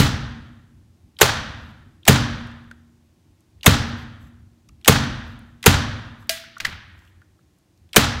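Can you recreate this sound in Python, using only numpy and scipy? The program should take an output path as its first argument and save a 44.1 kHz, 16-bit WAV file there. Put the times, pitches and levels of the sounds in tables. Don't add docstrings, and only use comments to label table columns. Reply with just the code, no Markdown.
import sys
import numpy as np
from scipy import signal
from scipy.fft import rfft, irfft
from scipy.io import wavfile
from scipy.ndimage import uniform_filter1d

SR = 44100
rng = np.random.default_rng(int(sys.argv[2]) if len(sys.argv) > 2 else 0)


def boost(x):
    u = np.asarray(x, float) / 20
    return 10 ** u


def store_pcm(level_fs):
    pcm = np.round(np.clip(level_fs, -1, 1) * 32767).astype(np.int16)
    wavfile.write(sys.argv[1], SR, np.atleast_2d(pcm).T)


N = 361619
LEAD = 4410


def rms_one(x):
    return x / np.sqrt(np.mean(x ** 2) + 1e-20)


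def at_hz(points, hz, column=1):
    table = np.array(points)
    return np.interp(np.log(hz), np.log(table[:, 0]), table[:, column])


def colour(x, spectrum):
    hz = np.arange(len(x) // 2 + 1) * SR / len(x) + 1
    return irfft(rfft(x) * boost(at_hz(spectrum, hz)), len(x))


def ring(x, hz, t60):
    r = boost(-60 / (t60 * SR))
    w = 2 * np.pi * hz / SR
    return signal.lfilter([0, np.sin(w)], [1, -2 * r * np.cos(w), r * r], x + 1e-18)


def add(out, s, sound):
    i = LEAD + round(s * SR)
    out[..., i:i + sound.shape[-1]] += sound[..., :out.shape[-1] - i]


def burst(spectrum, rise_s, hold_s, t60, size=6000):
    t = np.arange(size) / SR
    shape = np.clip(t / rise_s, 0, 1) * boost(-60 * np.clip(t - hold_s, 0, None) / t60)
    return shape * rms_one(colour(rng.standard_normal(size), spectrum))


def tick(hz, bright_db, t60, width):
    near, mid, far = 1 + width, 1 + 4 * width, 2 + 8 * width
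    lobe = [(hz / far, -65), (hz / mid, -40), (hz / near, -8), (hz, 0),
            (hz * near, -8), (hz * mid, -40), (hz * far, -65)]
    snap = [(hz / 6, -20), (hz / 2, -3), (hz, 0), (hz * 3, -5), (hz * 12, -24)]
    rattle = .5 * burst(lobe, .0008, .0034, t60, size=2048)
    return rattle + boost(bright_db) * burst(snap, .00018, .001, .87 * t60, size=2048)


def pulse(spectrum, turn):
    click = np.zeros(2048)
    click[400] = 1
    return colour(click, spectrum) * [[np.cos(turn)], [np.sin(turn)]]


# fullest lean in seconds, rumble in dB.
SHIFTING = [(.45, -48), (.75, -54), (1.05, -55), (2.55, -50), (3.56, -57), (4.2, -48), (4.4, -52),
            (4.7, -50), (6.7, -44), (6.9, -54), (7.8, -60)]


def shifting():
    lean_s, settle_t60_s = .04, .7
    restless_db, swing_db = -66, 4
    t = np.arange(N) / SR
    leans = np.zeros(N)
    for s, db in SHIFTING:
        settling = boost(db - 60 * np.clip(t - s, 0, None) / settle_t60_s)
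        leans += settling * np.clip(1 + (t - s) / lean_s, 0, 1)
    slow = uniform_filter1d(rng.standard_normal(N), size=2000)
    slow = rms_one(uniform_filter1d(slow, size=2000))
    return leans + boost(restless_db + swing_db * slow)


# frequency in Hz, level in dB per Hz.
QUIET = [(15, -62), (25, -42), (92, -5), (171, -9.5), (271, -17.5), (319, -9), (440, -24), (891, -26.5),
         (966, -31), (1080, -26), (1170, -31.5), (3540, -34), (6500, -36), (16100, -45)]


def background():
    steady = boost(-61.5) * rms_one(colour(rng.standard_normal(N), QUIET))
    rumble = [(20, -32), (45, -4), (90, 10), (140, -5), (300, -12.5), (450, -46.5), (900, -81.5)]
    low = rms_one(colour(rng.standard_normal(N), rumble))
    return steady + boost(2.8) * shifting() * low


# frequency in Hz, colour in dB, early t60 in seconds,
# late t60 in seconds, late share in dB.
ROOM = [(100, -0.5, .3, 2.4, -16), (300, -0.5, .25, 0.4, 1.5), (500, 2.5, .25, 1.3, -5.5),
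        (800, 2, 0.46, 1.2, -3.5), (1150, 5, .3, 1.2, -4), (1600, 3, .3, 1.246, 1.5),
        (2250, -2, .3, 1.1, -2.5), (3400, 0.5, .3, 1.024, -1.5), (4550, 3, .3, 0.8, -7),
        (5450, -6, 0.75, .5, -2.5), (7000, -0.5, .2, .4, -4), (10000, -6.5, 0.05, .3, 0),
        (14100, -4, .12, 0.083, -5)]


def room(wet):
    t = np.arange(round(1.4 * SR)) / SR
    white = rng.standard_normal((2, 2, len(t)))
    echo = 0
    edges = 30 * 2 ** np.arange(0, 9.4, 1 / 3)
    for k, (low, high) in enumerate(zip(edges, edges[1:])):
        hz = np.sqrt(low * high)
        level_db, early, late, late_db = [at_hz(ROOM, hz, column=c) for c in range(1, 5)]
        sos = signal.butter(2, [low, high], "band", fs=SR, output="sos")
        band = signal.sosfilt(sos, white[k % 2])
        decay = boost(-60 * t / early) + boost(late_db - 60 * t / late)
        echo = echo + band * boost(level_db) * decay
    echo = echo * np.clip(t / .012, 0, 1) * boost(-19 * t ** 3)
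    lumps = rms_one(uniform_filter1d(rng.standard_normal(t.shape), size=400))
    echo = echo * boost(2.2 * lumps * np.exp(-t / .2))
    return boost(-38.5) * signal.fftconvolve(wet, echo, axes=1)[:, :N + LEAD].sum(0)


# start in seconds, end in seconds, level in dB.
JINGLES = [
    (1.601, 1.722, -90.5),
    (3.86, 3.902, -81.5),
    (3.968, 4.04, -82),
    (4.199, 4.288, -85),
    (5.262, 5.337, -85),
    (6.188, 6.25, -84.5),
    (6.97, 7.102, -90),
]
STAPLE_HZ = [6250, 7360, 7880, 11560, 12780]


def jingle():
    t = np.arange(N) / SR
    moving = sum(boost(db) * (t > start) * (t < end) for start, end, db in JINGLES)
    moving = uniform_filter1d(moving, size=900)
    touches = moving * rng.standard_normal(N) * (rng.random(N) < .1)
    rings = sum(ring(touches, hz, .028) for hz in STAPLE_HZ)
    return rings + boost(23) * np.diff(touches, prepend=0)


# start in seconds, peak in dB, pitch in Hz.
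SNAPS = [(2.47, -57, 9070), (3.405, -59.5, 7960), (4.688, -48, 5500), (4.813, -53, 2830),
         (5.04, -43.5, 11020), (5.39, -51, 10000), (6.271, -57, 12500), (6.581, -42, 6000),
         (6.99, -58, 5940), (7.05, -59, 6000), (7.585, -62, 8000), (7.775, -59, 5000), (7.89, -58, 3000)]
# start in seconds, peak in dB, pitch in Hz, brightness in dB.
KNOCKS = [(2.287, -31, 1486, -27), (2.515, -35, 1819, -22), (2.712, -31, 1460, -13),
          (4.019, -36, 1733, -30), (4.69, -48, 2457, -15), (4.692, -51, 1200, -20),
          (5.22, -34.5, 1610, -30), (6.225, -40, 1150, -18), (6.44, -34, 1500, -14),
          (6.567, -26, 1320, -30), (6.65, -12, 1770, -26), (6.667, -22, 1940, -10), (6.95, -52, 890, -25),
          (7.02, -53, 1010, -22), (7.075, -52, 2900, -12), (3.587, -58, 2000, -30), (7.217, -38, 1505, -24),
          (7.39, -56, 1410, -30)]


def knocks():
    out = np.zeros(N + LEAD)
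    for s, db, hz, bright_db in KNOCKS:
        add(out, s, boost(db) * tick(hz, bright_db, t60=.008 + 24 / hz, width=.15))
    for s, db, hz in SNAPS:
        add(out, s, boost(db) * tick(hz, -6, t60=.01, width=.5))
    return out


# start in seconds, peak in dB, ring in dB, low thud in dB, brightness in dB.
CLANKS = [
    (6.2932, -7.5, -24.5, -52, 4.5),
    (6.601, -19, -46, -42, -5),
    (6.648, -12.5, -66, -37, -7),
]
# frequency in Hz, level in dB per Hz.
CLANK = [(250, -40), (634, -19), (1100, -12.5), (2140, -1), (5500, -6), (9090, -14), (10600, -22),
         (14000, -15), (16000, -20)]
# frequency in Hz, level in dB, t60 in seconds.
STRETCHER = [(655, -3, .25), (661, -16, .6), (671, -17, .6), (1626, -8, .3), (1976, -11, .3),
             (2400, -13, .3), (2885, -11, .35), (3467, -12, .35), (3951, -13, .35), (5146, -13, .25),
             (6406, -16, .15), (6900, -16, .15), (8900, -16, .2)]


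def stretcher():
    out, blows, wet = np.zeros(N + LEAD), np.zeros(N + LEAD), np.zeros((2, N + LEAD))
    thud = [(30, 1), (80, 3.5), (250, -9), (500, -18), (2000, -69.5)]
    sizzle = [(2000, -25), (6000, 0), (12000, -3), (16000, -7)]
    for k, (s, db, ring_db, thud_db, bright_db) in enumerate(CLANKS):
        contact_s = .0045 - .0002 * bright_db
        room_db = db - 11.3 - .5 * bright_db
        tilted = [(hz, level_db + bright_db * np.log2(hz / 2000) / 2.1) for hz, level_db in CLANK]
        add(out, s, boost(db - 6.5) * burst(tilted, contact_s / 5, contact_s, .022))
        add(wet, s - .008, boost(room_db + 33.5) * pulse(tilted, k))
        add(out, s, boost(thud_db) * burst(thud, .024, .02, .42, size=16000))
        loose_db = room_db - 19 + 1.6 * bright_db
        add(out, s, boost(loose_db) * burst(sizzle, .004, .02, .27, size=12000))
        add(blows, s + .004, boost([ring_db]))
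    for hz, db, t60 in STRETCHER:
        out += boost(db) * ring(blows, hz, t60)
    return out, wet


# frequency in Hz, level in dB, t60 in seconds.
BOARDS = [(60, -7.5, .15), (90.9, -5, 0.35), (133.5, -2, 0.32), (165, -2, 0.16), (212.6, -1, 0.13),
          (235.7, -19, 1.5), (285, -12, 0.45), (396, -4.5, 0.061), (451, 0, 0.063), (545, -7, .07),
          (628, -10, 0.066)]
# deep modes in dB, upper modes in dB.
SPOTS = [
    (-3, -1),
    (2.5, -2.5),
    (-2.5, 1.2),
    (1.5, 0.2),
    (1.2, 2.2),
    (4, 0.6),
    (0.2, 5.5),
]
# frequency in Hz, level in dB per Hz.
JOISTS = [(20, -30), (45, -7), (65, -4), (92, 0.5), (112, -2.5), (135, -2.5), (170, -14), (232, -7.5),
          (270, -14), (300, -15), (420, -34), (900, -77.5)]


def boards():
    out = np.zeros(N + LEAD)
    push = np.hanning(60) / 30
    for k, (hz, db, t60) in enumerate(BOARDS):
        blows = np.zeros(N + LEAD)
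        delay_s = .008 if hz < 300 else .014
        for (s, _, _, boom_db, thud_db), (deep_db, upper_db) in zip(SHOTS, SPOTS):
            if hz < 110:
                level_db = boom_db + deep_db
            elif hz <= 190:
                level_db = boom_db
            elif hz < 300:
                level_db = boom_db + upper_db
            else:
                level_db = thud_db
            add(blows, s + delay_s, boost(level_db + db - 2) * push * (-1) ** k)
        out += ring(blows, hz, t60)
    for s, _, _, boom_db, _ in SHOTS:
        rumble_t60 = .85 - .05 * boom_db
        rumble = burst(JOISTS, .04, .089, rumble_t60, size=56000)
        add(out, s + .008, boost(-18 + .7 * boom_db) * rumble)
    return out


# switch click in seconds, finger's first touch in dB, switch in dB, catch in dB.
PULLS = [
    (1.1877, -44, -25, -35),
    (2.0523, -45, -27, -35.5),
    (3.631, -41, -26, -27),
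    (4.8463, -60, -23.5, -25.5),
    (5.628, -65, -25, -24.5),
    (7.931, -65, -24.5, -28.5),
]


def trigger():
    out = np.zeros(N + LEAD)
    for (s, touch_db, switch_db, catch_db), shot in zip(PULLS, SHOTS[1:]):
        add(out, s - .0215, boost(touch_db) * tick(3270, -22, t60=.014, width=.2))
        add(out, s, boost(switch_db) * tick(3050, -9, t60=.026, width=.6))
        add(out, s + .012, boost(catch_db) * tick(2050, -4, t60=.022, width=.6))
        add(out, shot[0] - .007, boost(-35) * tick(2050, -1, t60=.014, width=.6))
    return out


# frequency in Hz, level in dB per Hz.
CRACK = [(180, -28.5), (300, 6.5), (917, 0.5), (1370, 0), (3050, 0), (3540, -2), (5110, -20.5),
         (6450, -2.5), (8280, -13), (14400, -11), (16100, -27.5)]
# start in seconds, force in dB, plunger launch in dB, floor boom in dB, dull thud in dB.
SHOTS = [
    (-.016, -3, -11, -5.5, -12),
    (1.2107, 0.2, -11, -16, -6),
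    (2.077, 0.2, -9, -3, -5),
    (3.66, -.6, -8, -3.5, -5.5),
    (4.877, 0.2, -3, -6, -2.5),
    (5.66, 0.3, -7, -6, -8),
    (7.961, 0.2, -3, -11.5, -7),
]


def gun():
    out, wet = np.zeros(N + LEAD), np.zeros((2, N + LEAD))
    launch = [(300, -15), (2500, -6.5), (16000, -6)]
    housing = [(300, 2.5), (3000, 3.5), (8000, -15.5), (16000, -11.5)]
    creeping = [(200, -8), (800, 7), (2500, -10), (8000, -19), (9500, -27.5), (16000, -25)]
    t = np.arange(800) / SR
    for k, (s, force_db, launch_db, boom_db, _) in enumerate(SHOTS):
        whine = ring(rng.standard_normal(800), 8100, .06) * np.clip(t / .003, 0, 1)
        creep = burst(creeping, .012, .013, .01, size=800)
        add(out, s - .015, boost(-43) * rms_one(whine) + boost(-29) * creep)
        add(out, s, boost(launch_db) * burst(launch, .0006, .002, .014))
        add(out, s + .0036, boost(force_db + 1.8) * burst(CRACK, .00027, .005, .016))
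        add(out, s + .0033, boost(-19.5) * burst(housing, .0037, .02, .24, size=16000))
        room_db = force_db - 1.4
        low = boom_db - room_db
        sent = [(25, low - 12), (60, low + 4), (250, low + 4), (500, 0), (16000, 0)]
        add(wet, s - .005, boost(room_db + 26) * pulse(sent, k))
    return out, wet


def scene():
    shots, shots_wet = gun()
    clanks, clanks_wet = stretcher()
    tools = clanks + knocks()
    near = boost(-23.5) * tools * [[1], [0]]
    mix = shots + trigger() + boards() + tools + room(shots_wet + clanks_wet + near)
    return (mix[LEAD:] + jingle() + background())[None]


def roll_off(x):
    return signal.sosfilt(signal.butter(12, 16290, fs=SR, output="sos"), x)


def record(dry):
    top = .98
    dry = signal.sosfilt(signal.cheby2(16, 60, 16350, fs=SR, output="sos"), dry)
    mix = dry / (1 + np.abs(dry / top) ** 8) ** (1 / 8)
    return roll_off(mix)


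dry = scene()
out = record(dry)
store_pcm(out)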